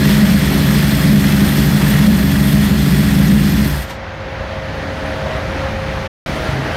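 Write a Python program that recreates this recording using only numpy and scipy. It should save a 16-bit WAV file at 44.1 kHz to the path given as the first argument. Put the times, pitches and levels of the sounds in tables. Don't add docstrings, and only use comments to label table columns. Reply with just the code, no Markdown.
import sys
import numpy as np
from scipy import signal
from scipy.fft import rfft, irfft
from scipy.io import wavfile
from scipy.ndimage import uniform_filter1d

SR = 44100
rng = np.random.default_rng(int(sys.argv[2]) if len(sys.argv) > 2 else 0)


def rack_gain(trim_db):
    fader = np.asarray(trim_db, float)
    return 10 ** (fader / 20)


def unload_audio(sound):
    columns = np.transpose(np.atleast_2d(sound))
    steps = np.round(np.clip(columns, -1, 1) * 32767)
    wavfile.write(sys.argv[1], SR, steps.astype(np.int16))


N = 298116
T = np.arange(N) / SR

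# f/Hz, level/dB per Hz
RUMBLE = [(15, -51.5), (25, -26), (64, 1), (81, -3), (101, 2.5), (124, -14), (150, -2), (179, -14),
          (200, -6), (260, -45), (440, -120)]
DUCT_BODY = [(110, -30), (180, -5.5), (216, -2.5), (248, -1.5), (333, -3.5), (480, -9.5), (620, -28),
             (1060, -120)]
RUSH = [(260, -36.5), (450, -15.5), (530, -6), (694, -9.5), (842, -9), (1010, -13), (1870, -12),
        (2750, -20), (4500, -31.5), (5850, -56), (9900, -120)]
HISS = [(1760, -36), (3000, -1), (4880, -4.5), (6360, -10), (7500, -20.5), (9750, -43), (16500, -120)]
FIZZ = [(4120, -29.5), (7000, -6.5), (8020, -4), (10100, -3.5), (12100, -8), (13600, -8.5), (15800, -15)]
# level while ducked by the engine/dB, lift/dB, step once the microphone has moved/dB
AIR_LAYERS = [
    (-32.5, 8, -0.5),
    (-29, 6, 1),
    (-48.5, 8.5, 3.5),
    (-42, 9.5, 4.5),
]
# t/s, length/s, level/dB
GUSTS = [
    (4.42, 0.064, 2.5),
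    (5.002, .15, -2.5),
    (5.602, .1, 0.5),
    (6.5, .06, 2.5),
    (6.622, .05, -5.5),
    (6.74, .05, 1),
]
# f/Hz, waver/Hz
BLADE_HZ = [
    (534, 1.2),
    (635, 1.8),
]
# level while ducked/dB, lift/dB
BLADE_DB = [
    (-39.5, 8),
    (-43, -2.5),
]
# t/s, length/s, level/dB
FIRST_FAN = [(0, 0.27, 4), (.9, .4, -1), (2.095, 0.52, -2), (3.05, 0.37, -8), (3.948, 0.074, 4),
             (4.4, .2, 3), (5.42, .08, -3.5), (5.847, 0.26, 3.5), (6.598, 0.14, -19.5)]
SECOND_FAN = [(0, 0.81, 5.5), (1.2, 0.33, 3.5), (2.4, 0.38, 3.5), (3.1, 0.26, 0), (4.1, .25, -4),
              (4.52, 0.1, 10), (5.046, 0.09, 10), (5.33, 0.12, 16.5), (6.444, 0.12, 16.5), (6.76, .1, 11)]
# f/Hz, width/Hz, level/dB
HUMS = [(215.4, 11, -34.5), (285.2, 5.3, -37.5), (390, 8.5, -45), (428.5, 1.9, -40), (583.5, 13, -41),
        (877, 8.9, -50)]

# t/s, f/Hz, width/Hz, level/dB
METAL_RINGS = [(3.6, 1000, 45, -35), (3.905, 960, 40, -30), (4.4, 1000, 50, -34), (2.5, 2200, 40, -36.5)]
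# f/Hz, width/Hz, level/dB
TAPPET_RINGS = [(1720, 130, 0), (1930, 130, 1), (3440, 110, -2), (4170, 120, -4), (8500, 110, -12),
                (12200, 260, -13)]
# f/Hz, level/dB per Hz
CASING = [(180, -12.5), (300, -5.5), (466, -16), (638, -14.5), (885, -15), (1830, -12), (2650, -15.5),
          (3470, -16.5), (7170, -25), (9000, -29), (11700, -60), (19800, -120)]
COVERS = [(5000, -37.5), (7200, -4), (10000, 4.5), (13500, 3.5), (15000, 2), (15800, -4.5)]
# f/Hz, width/Hz, level/dB
CASING_RINGS = [(1890, 200, 2.5), (3320, 60, 8), (4310, 99, 3.5), (5110, 560, 3)]
COVER_RINGS = [(8500, 110, 15), (12200, 520, 10), (14550, 300, 3)]
# t/s, length/s, casing level/dB, cover level/dB
RATTLES = [(0.075, 0.074, 3, 2.5), (0.723, 0.056, 2, 2), (1.03, 0.077, 1, 2), (1.26, 0.027, 1, 1.5),
           (1.617, 0.12, 1.5, 3), (1.9, 0.023, 1, 3.5), (2.0, 0.082, 1.5, 1.5), (2.2, .1, -1, 0),
           (2.48, 0.05, 0, 3), (2.644, 0.017, 1, 4), (2.72, 0.055, -1.5, -2), (3.1, 0.22, 0.95, 1.2),
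           (3.547, 0.018, -2.5, -3.5), (3.65, .08, 0, 0.5), (3.865, 0.02, -3.5, -6), (3.907, .013, 8.5, 9),
           (3.94, .012, 1.5, 5)]

# t/s, turns per second
CRANK = [
    (0, 24.3),
    (2.1, 24.3),
    (2.4, 23.4),
    (2.7, 24.2),
    (3.55, 24.3),
    (3.7, 19),
    (3.85, 12),
]
CYLINDERS = [0, -10, -1.5, -8]
# f/Hz, width/Hz, level/dB
THUMP = [(54, 6, -6), (63, 4, 0), (79, 5, -2.5), (100, 12, -11)]
LOWER_PIPE = [(124, 10, -12), (146, 4, 0)]
UPPER_PIPE = [(179, 10, -5), (202, 6, 0), (213, 5, -3.5)]
BARK = [(250, 12, -8), (277, 4, 0), (298, 7, -10), (338, 10, -10), (378, 5, -9), (425, 12, -16)]
# idle level/dB, drift/dB per s, dying from t/s, dying/dB per s
EXHAUST_PARTS = [
    (-23, 0.85, 3.815, -420),
    (-17, 0, 3.69, -125),
    (-15.5, 0, 3.6, -105),
    (-22.5, -0.35, 3.68, -160),
]
# t/s, upper pipe/dB, lower pipe/dB, bark/dB
SURGES = [(0, -1.5, 1.5, 2), (.14, 3.5, 3, -1), (.28, 6, -4, -7.5), (.56, -1.5, -3, 2),
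          (.7, 0.5, 4.5, -1.5), (.84, 0.5, -0.5, -2.5), (.98, -2.5, 1, -0.5), (1.12, 5.5, 2.5, 2),
          (1.4, 3.5, 0, 0), (1.54, -2, -1, 2), (1.68, 1, 3.5, -1), (1.96, 0, 5.5, -3), (2.1, 7, -6.5, -1.5),
          (2.24, -.5, -1.5, 0.5), (2.52, 2, 3, 1), (2.66, 2, -2.5, -1.5), (2.94, 2, 2, -1), (3.22, 3, 2, 1),
          (3.36, 5.5, 1.5, 0), (3.5, -1.5, -2.5, 1), (3.58, 2.5, -1.5, -1)]

# from t/s, to t/s
DROPOUT = (6.079, 6.2605)


def evened(x, size=0):
    if size:
        power = uniform_filter1d(uniform_filter1d(x ** 2, size), size)
    else:
        power = np.mean(x ** 2)
    return x / np.sqrt(abs(power) + 1e-20)


def ramp(start_s, db_per_s):
    return db_per_s * np.maximum(T - start_s, 0)


def swells(s, length, db):
    coarse = T[::64]
    bumps = np.exp(-.5 * ((coarse[:, None] - s) / length) ** 2) @ np.asarray(db)
    return np.interp(T, coarse, bumps)


def wander(rate_hz):
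    kept = rfft(rng.standard_normal(N)) / (1 + (np.fft.rfftfreq(N, 1 / SR) / rate_hz) ** 4)
    return evened(irfft(kept, N))


def resonate(x, hz, width):
    turn = np.exp(2j * np.pi * hz * np.arange(len(x)) / SR)
    r = np.exp(-np.pi * width / SR)
    return 2 * (turn * signal.lfilter([1 - r], [1, -r], x / turn)).real


def noise(spectrum, rings=(), patchy_db=1.5, size=1024):
    frames = 4 * N // size + 5
    hz = np.fft.rfftfreq(size, 1 / SR)
    a, b, patches = rng.standard_normal((frames, len(hz), 3)).T
    patches = uniform_filter1d(uniform_filter1d(patches, size=10, axis=0), size=10, axis=1)
    patches = evened(patches)
    f, db = np.transpose(spectrum)
    shape = rack_gain(np.interp(np.log(hz + 1), np.log(f + 1), db, -90, -90))
    shape = shape * (1 + sum((rack_gain(g) - 1) / (1 + (2 * (hz - c) / w) ** 2) for c, w, g in rings))
    z = (a + 1j * b) * shape[:, None] * rack_gain(patchy_db * patches)
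    return evened(signal.istft(z, nperseg=size, noverlap=size * 3 // 4)[1][:N])


def blade_tones(creep):
    out = np.zeros(N)
    for (db, lift), shade, (hz, waver) in zip(BLADE_DB, (FIRST_FAN, SECOND_FAN), BLADE_HZ):
        level_db = db + lift * creep + swells(*np.transpose(shade)) + 1.1 * wander(11.5)
        phase = 2 * np.pi * np.cumsum(hz + waver * wander(5.8)) / SR
        out += rack_gain(level_db) * np.sqrt(2) * np.sin(phase)
    return out


def duct_hums(rush_db):
    out = np.zeros(N)
    for hz, width, db in HUMS:
        tone = resonate(resonate(rng.standard_normal(N), hz, width), hz, width)
        out += rack_gain(db + rush_db - rush_db.max() - 4.0) * evened(tone)
    return out


def panel_drone(peak_s=6.6, rise_s=0.113, fall_s=0.07, db=-21.5):
    tone = np.sqrt(2) * np.sin(2 * np.pi * np.cumsum(135 + 2.7 * wander(7.8)) / SR)
    swell = np.exp(-((T - peak_s) / np.where(T < peak_s, rise_s, fall_s)) ** 2)
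    return tone * rack_gain(db) * swell


def blower():
    creep = np.sin(np.pi / 2 * np.clip((T - 3.8) / 1.41, 0, 1)) ** 2
    moved = T > DROPOUT[1]
    rumble_db, rush_db, hiss_db, body_db = (db + lift * creep + step * moved
                                            for db, lift, step in AIR_LAYERS)
    rumble_db = rumble_db + swells(*np.transpose(GUSTS))
    hiss_db = hiss_db + ramp(6.38, -5.5)
    body_db = body_db + 6 * np.clip((3.8 - T) / 0.48, 0, 1)
    fizz_db = hiss_db - 11.5 + 0.68 * (hiss_db - hiss_db.max())
    gusts = rack_gain(0.5 * wander(4.5))
    air = rack_gain(rumble_db) * evened(noise(RUMBLE, patchy_db=-1.0, size=4096), size=5000)
    air += gusts * rack_gain(rush_db - 3.5) * noise(RUSH, patchy_db=0.85, size=1024)
    air += gusts * rack_gain(hiss_db) * noise(HISS, patchy_db=0.9, size=512)
    air += rack_gain(body_db) * noise(DUCT_BODY, patchy_db=2.5, size=2048)
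    air += gusts * rack_gain(fizz_db) * noise(FIZZ, patchy_db=1.8, size=512)
    return air + blade_tones(creep) + duct_hums(rush_db) + panel_drone()


def metal_rings():
    out = np.zeros(N)
    for s, hz, width, db in METAL_RINGS:
        u = np.pi * width * np.maximum(T - s, 0)
        out += rack_gain(db) * np.e * u * np.exp(-u) * np.sin(2 * np.pi * hz * T)
    return out


def tappets(puffs, lag_s=.011, spread_db=3.5):
    at = np.flatnonzero(puffs)
    chance = rng.standard_normal((400, len(TAPPET_RINGS), 2, 2))[:len(at)]
    out = 0
    for k, (hz, width, db) in enumerate(TAPPET_RINGS):
        ticks = np.zeros(N)
        when = at[:, None] + SR * (0.0043 + np.array([0, lag_s]) + .002 * chance[:, k, :, 0])
        ticks[np.abs(when).astype(int)] = rack_gain(spread_db * chance[:, k, :, 1])
        ring = resonate(resonate(ticks, hz, width), hz, 2 * width)
        out = out + rack_gain(db) * evened(ring)
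    return evened(out)


def clatter(puffs, depth=0.38, fade_s=0.054):
    beat = signal.lfilter([1], [1, -np.exp(-1 / (fade_s * SR))], puffs)
    throb = (1 + depth * beat) * rack_gain(0.4 * wander(11))
    s, length, casing_flare, cover_flare = np.transpose(RATTLES)
    running_db = -0.84 * T + ramp(3.6, -14.5)
    rest_s = 3.83
    casing_db = -29 + running_db + ramp(rest_s, -60) + swells(s, length, casing_flare)
    cover_db = -34 + .5 * running_db + ramp(rest_s, -200) + swells(s, length, cover_flare)
    casing = evened(throb * noise(CASING, CASING_RINGS, patchy_db=1.0, size=512))
    covers = evened(throb * noise(COVERS, COVER_RINGS, patchy_db=1.6, size=1024))
    metal = rack_gain(casing_db + 4.0) * casing + rack_gain(cover_db) * covers
    metal += rack_gain(casing_db - 6) * tappets(puffs)
    return metal * np.clip((4.0 - T) / 0.032, 0, 1)


def firings(drift=.006, scatter_s=.002, uneven_db=2.2):
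    s, turns_per_s = np.transpose(CRANK)
    speed = np.interp(T, s, turns_per_s)
    phase = np.cumsum(2 * speed * (1 + drift * wander(2.5))) / SR + .8
    at = np.flatnonzero(np.diff(np.floor(phase)))
    at = at[T[at] < CRANK[-1][0]]
    strength, late = rng.standard_normal((400, 2))[:len(at)].T
    puffs = np.zeros(N)
    when = abs(at + (SR * scatter_s * late).astype(int))
    puffs[when] = rack_gain(np.resize(CYLINDERS, len(at)) + uneven_db * strength)
    return puffs


def exhaust(puffs, turbulence=.25, lead=12705):
    drive = evened(puffs - puffs.mean()) + turbulence * rng.standard_normal(N)
    drive = np.concatenate([drive[:lead], drive])
    drive = signal.sosfilt(signal.butter(2, [45, 420], "bandpass", fs=SR, output="sos"), drive)
    s, *surges_db = np.transpose(SURGES)
    upper, lower, bark = (swells(s, 0.062, db) for db in surges_db)
    surges = (0, lower, upper, bark)
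    out = 0
    for part, surge, modes in zip(EXHAUST_PARTS, surges, (THUMP, LOWER_PIPE, UPPER_PIPE, BARK)):
        idle_db, drift, dying_s, dying = part
        ring = 0
        for k, (hz, width, db) in enumerate(modes):
            ring = ring + (-1) ** k * rack_gain(db) * evened(resonate(drive, hz, width))
        level_db = idle_db + drift * T + surge + ramp(dying_s, dying)
        out = out + rack_gain(level_db) * evened(ring, size=4000)[lead:]
    return out


def scene():
    puffs = firings()
    return (blower() + metal_rings() + clatter(puffs) + exhaust(puffs))[None]


def band_limit(x):
    return signal.sosfilt(signal.butter(12, 16180, fs=SR, output="sos"), x)


def record(dry, ceiling=.76, knee=3.5, boost_db=.9):
    x = dry * rack_gain(boost_db)
    x = x / (1 + abs(x / ceiling) ** knee) ** (1 / knee)
    fade_out, fade_in = (DROPOUT[0] - T) / .017, (T - DROPOUT[1]) / .0015
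    on = np.clip(np.maximum(fade_out, fade_in), 0, 1)
    return band_limit(x * np.sin(np.pi / 2 * on))


dry = scene()
out = record(dry)
unload_audio(out)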